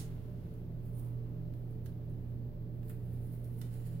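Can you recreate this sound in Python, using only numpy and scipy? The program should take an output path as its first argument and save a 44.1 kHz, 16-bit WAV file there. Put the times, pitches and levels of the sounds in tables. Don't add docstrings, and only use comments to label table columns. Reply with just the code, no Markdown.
import sys
import numpy as np
from scipy import signal
from scipy.fft import rfft, irfft, next_fast_len
from scipy.io import wavfile
from scipy.ndimage import map_coordinates

SR = 44100
rng = np.random.default_rng(int(sys.argv[2]) if len(sys.argv) > 2 else 0)


def store_wav(level_fs):
    pcm = np.round(np.clip(np.atleast_2d(level_fs), -1, 1) * 32767)
    wavfile.write(sys.argv[1], SR, pcm.T.astype(np.int16))


N = 176400
TIME = np.arange(N) / SR


def amp(db):
    return 10 ** (np.asarray(db) / 20)


def unit(x):
    return x / np.sqrt(np.mean(x ** 2) + 1e-20)


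def along(points, hz):
    freqs, values = np.transpose(points)
    return np.interp(np.log(hz + 1), np.log(freqs + 1), values)


def pan(db):
    return amp(np.array([[.5], [-.5]]) * db)


def level(rows):
    return amp(np.interp(TIME, *np.transpose(rows)))


def white():
    return rng.standard_normal((2, N))


def filtered(x, response):
    size = next_fast_len(N + SR // 2)
    return irfft(rfft(x, size) * response(np.fft.rfftfreq(size, 1 / SR)), size)[..., :N]


def coloured(x, spectrum):
    return unit(filtered(x, lambda hz: amp(along(spectrum, hz))))


def wobble(turns_per_s=9):
    points = rng.standard_normal(int(N * turns_per_s / SR) + 4)
    return map_coordinates(points, [TIME * turns_per_s])


def tone(hz, unsteady):
    sway = 1 - unsteady + unsteady * (wobble() + 1j * wobble())
    return unit(np.real(sway * np.exp(2j * np.pi * (hz * TIME + rng.random()))))


def friction(spectrum, slips_per_s=2800, spread_db=2.5, smooth_share=0.58):
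    slips = rng.random(N) < slips_per_s / SR
    sizes = amp(spread_db * np.minimum(rng.exponential(size=N), 4))
    crackle = np.sqrt(1 - smooth_share) * unit(slips * sizes * white())
    return coloured(crackle + np.sqrt(smooth_share) * white(), spectrum)


def strokes(rows):
    swells = (amp(db) * np.exp(-np.abs(TIME - peak) / np.where(TIME < peak, rise, fall))
              for peak, db, rise, fall in rows)
    return np.sqrt(sum(swell ** 2 for swell in swells))


# frequency in Hz, relative level in dB.
HISS_COLOUR = [(500, -34), (950, -11), (1500, -6.5), (2000, -8.5), (3100, -15.5), (5000, -21),
               (6500, -26.5), (8000, -26.5), (10500, -24), (12500, -14), (14400, -11), (15700, -12)]
# frequency in Hz, left minus right in dB.
HISS_PAN = [(1300, -1.5), (2400, -2), (4400, -15), (8000, -5), (15000, 3.5)]
def hiss():
    return amp(-72.5) * filtered(coloured(white(), HISS_COLOUR), lambda hz: pan(along(HISS_PAN, hz)))


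# frequency in Hz, relative level in dB.
AIR_COLOUR = [(18, -38), (30, -6.5), (69, -8.5), (101, -8.5), (128, -7.5), (212, -13), (392, -16.5),
              (438, -20.5), (497, -23.5), (591, -23.5), (660, -28), (1300, -46), (1690, -74.5),
              (2860, -120)]
# frequency in Hz, likeness from 0 to 1.
AIR_ALIKE = [(60, 0.77), (200, 0.9), (380, 0.81), (700, 0.16), (1300, 0)]
# frequency in Hz, left minus right in dB.
AIR_PAN = [(60, -2.5), (110, 1.5), (200, -3.5), (380, 0.5), (1300, -1)]
def fan_air():
    def widen(hz):
        angle = np.arccos(along(AIR_ALIKE, hz)) / 2
        return np.array([np.cos(angle), np.sin(angle)])
    mid, side = filtered(coloured(white(), AIR_COLOUR), widen)
    ears = np.array([mid + side, mid - side])
    return amp(-49) * unit(filtered(ears, lambda hz: pan(along(AIR_PAN, hz))))


# time in seconds, level in dB.
MAIN_HUM = [(0.0, -43.5), (0.03, -45.5), (0.38, -45), (0.4, -50), (1.18, -40), (1.28, -42.5), (1.99, -44.5),
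            (2.47, -42), (2.52, -50), (2.61, -43.5), (3.7, -42.5), (4.0, -42.5)]
# pitch in Hz, level in dB, left minus right in dB, unsteadiness from 0 to 1.
MOTOR_TONES = [(27, -50.5, -0.5, 0.18), (88.74, -55, -1.5, 0.5), (163.4, -52.5, 0.5, 0.69),
               (180.2, -58, -2.5, 0.89), (238.3, -62, 1.5, .7), (440.8, -65.5, -3, 0.54),
               (600, -72.5, 1, .9)]
def fan_motor():
    hum = level(MAIN_HUM) * pan(-6.5) * tone(hz=120.1, unsteady=0.054)
    return hum + sum(amp(db) * pan(pan_db) * tone(hz, unsteady)
                     for hz, db, pan_db, unsteady in MOTOR_TONES)


# frequency in Hz, seconds to fade by 60 dB.
ECHO_FADE = [(300, 0.55), (2000, 0.33), (8000, 0.26), (15000, 0.28)]
def walls(sound, echoes=8):
    wet = np.zeros((2, N))
    for k in range(echoes):
        hz, age, noise = signal.stft(rng.standard_normal((2, SR // 2)), SR, nperseg=256)
        fade = amp(-60 * age / along(ECHO_FADE, hz)[:, None])
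        tail = signal.istft(noise * fade, SR, nperseg=256)[1]
        share = np.maximum(1 - np.abs(np.linspace(0, echoes - 1, N) - k), 0)
        part = sound.sum(axis=0) * np.sqrt(share / 2)
        wet += signal.fftconvolve(part[None], tail / np.linalg.norm(tail[0]), axes=1)[:, :N]
    return amp(-2) * pan(-1.5) * wet


# time in seconds, level in dB.
BRUSH_LEVEL = [(0, -66.5), (.2, -71), (.35, -73.5), (.52, -72), (.68, -80), (.9, -78), (1.02, -76.5),
               (1.15, -78), (1.6, -79.5), (2.3, -78.5), (2.6, -92.5), (2.8, -81), (3.1, -74.5), (3.5, -76),
               (4, -72.5)]
# frequency in Hz, relative level in dB.
BRUSH_COLOUR = [(300, 3), (1050, 4), (1500, 1), (3000, -4), (5000, -9.5), (8000, -15), (11000, -7.5),
                (15500, -11.5)]
def brush():
    return level(BRUSH_LEVEL) * coloured(white(), BRUSH_COLOUR)


# peak time in seconds, level in dB, rise and fall in seconds.
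GRIPS = [(1.02, -68, 0.06, 0.13), (1.27, -72.5, .08, 0.087)]
# frequency in Hz, relative level in dB.
GRIP_COLOUR = [(200, -8), (370, 2), (700, -5), (1060, 2), (1400, -12), (3000, -22.5), (6000, -46)]
def grips():
    return strokes(GRIPS) * coloured(white(), GRIP_COLOUR)


# peak time in seconds, level in dB, rise and fall in seconds.
SQUEEZES = [(3.66, -69.5, 0.063, 0.043), (3.74, -64, 0.033, 0.055), (3.81, -70.5, 0.065, 0.055),
            (3.865, -60.5, 0.015, 0.017), (3.93, -70, 0.062, .09)]
# frequency in Hz, relative level in dB.
SQUEEZE_COLOUR = [(400, -23), (1700, 3), (3000, -5.5), (5000, -4.5), (6000, -11), (7200, -2.5), (8800, -5),
                  (9700, 4), (11000, -3), (15500, -0.5)]
def squeezes():
    return strokes(SQUEEZES) * friction(SQUEEZE_COLOUR)


# frequency in Hz, relative level in dB.
TOSS_COLOUR = [(300, -0.5), (1200, -1), (2500, -1.5), (5000, 2), (8000, 2), (10000, 3), (13000, -0.5),
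               (15500, -2.5)]
def toss(fade_s=0.14):
    return amp(-49 - 60 * TIME / fade_s) * friction(TOSS_COLOUR)


# peak time in seconds, sizzle and sheen in dB, rise and fall in seconds.
SLIDES = [(.86, -68.5, -80, .025, 0.044), (.968, -72, -68, .025, 0.022), (.997, -61, -67, .025, 0.012),
          (1.06, -70, -77.5, 0.024, .04), (1.57, -77.5, -91, 0.055, .08), (1.71, -80, -87.5, 0.048, .04),
          (1.853, -67.5, -77, 0.0099, 0.02), (2.11, -84, -84, .015, 0.021), (2.29, -80.5, -89, .04, 0.045),
          (2.76, -82, -88, .025, 0.043), (2.85, -69, -87, .02, .03), (2.883, -60.5, -72, 0.007, 0.024),
          (3.06, -74.5, -82.5, 0.042, .03), (3.135, -69.5, -78, 0.04, .04),
          (3.255, -71, -74.5, 0.051, 0.052), (3.337, -65, -73, 0.034, 0.033),
          (3.455, -67.5, -76, 0.034, 0.029), (3.54, -68.5, -79, 0.031, 0.024),
          (3.589, -63, -66, .013, 0.021)]
# frequency in Hz, relative level in dB.
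SIZZLE_COLOUR = [(500, -31.5), (1500, -13.5), (4000, -15), (6500, -18), (8000, -14.5), (9000, -13),
                 (10000, -8), (11500, -5), (13000, -2), (14500, 1), (15600, -3)]
SHEEN_COLOUR = [(6500, -33.5), (7900, -15), (9000, -14.5), (9600, 2), (10100, -1.5), (11000, -7.5),
                (13000, -22)]
def slides():
    sizzle = strokes((peak, db, rise, fall) for peak, db, _, rise, fall in SLIDES)
    sheen = strokes((peak, db, rise, fall) for peak, _, db, rise, fall in SLIDES)
    return sizzle * friction(SIZZLE_COLOUR) + sheen * friction(SHEEN_COLOUR)


# start in seconds, seconds to fade by 60 dB,
# body, bite and top levels in dB, left minus right in dB.
SNAPS = [(.539, .02, -85, -80, -67, -14), (.832, .02, -76, -82, -73, -5), (0.991, .012, -82, -80, -60, -4),
         (1.002, 0.011, -80, -85, -61, 3), (1.046, 0.026, -81, -82, -63.5, -11),
         (1.537, 0.024, -64, -75, -67, -4.5), (1.709, .015, -80, -80, -65, -8),
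         (1.8594, 0.042, -59.5, -59.5, -56.5, -4.5), (2.098, .02, -82, -78, -67, 2.5),
         (2.8309, 0.0096, -59.5, -76, -67, -9), (2.8954, 0.016, -59, -71, -46, -6.5),
         (2.899, 0.093, -62, -77, -62, -6), (3.4165, 0.0027, -78, -74, -61.5, -12),
         (3.444, 0.013, -72, -62, -53.5, -3), (3.6127, 0.042, -59.5, -59, -64, -13),
         (3.6149, 0.023, -63, -54, -47.5, -2), (3.87, 0.016, -70, -68, -55, -5)]
# frequency in Hz, relative level in dB.
SNAP_BODY = [(300, -3.5), (900, -2.5), (1600, 1.5), (2400, -3.5), (3800, -9), (6000, -21.5), (12000, -41)]
SNAP_BITE = [(1000, -25.5), (2800, -7), (3700, 2.5), (4500, -5.5), (5400, -2.5), (7000, -5), (8600, -7),
             (12000, -22)]
SNAP_TOP = [(3000, -39), (6500, -22), (7800, -6.5), (8700, -16), (9600, 3.5), (11000, -3.5), (12500, 1.5),
            (15600, -8.5)]
def snaps(rise_s=0.00028):
    out = np.zeros((2, N))
    body, bite, top = friction(SNAP_BODY), friction(SNAP_BITE), friction(SNAP_TOP)
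    for start, fade_s, body_db, bite_db, top_db, pan_db in SNAPS:
        age = np.maximum(TIME - start, 0)
        burst = (1 - np.exp(-age / rise_s)) * amp(-60 * np.minimum(age / fade_s, 2))
        out += pan(pan_db) * burst * (amp(body_db) * body + amp(bite_db) * bite + amp(top_db) * top)
    return out


def scene():
    braids = pan(-7.5) * (toss() + slides() + squeezes())
    hair = braids + grips() + brush() + snaps()
    return hair + walls(hair) + fan_motor() + fan_air() + hiss()


def record(dry):
    return signal.sosfiltfilt(signal.ellip(12, .05, 60, 15880, fs=SR, output="sos"), dry)


dry = scene()
out = record(dry)
store_wav(out)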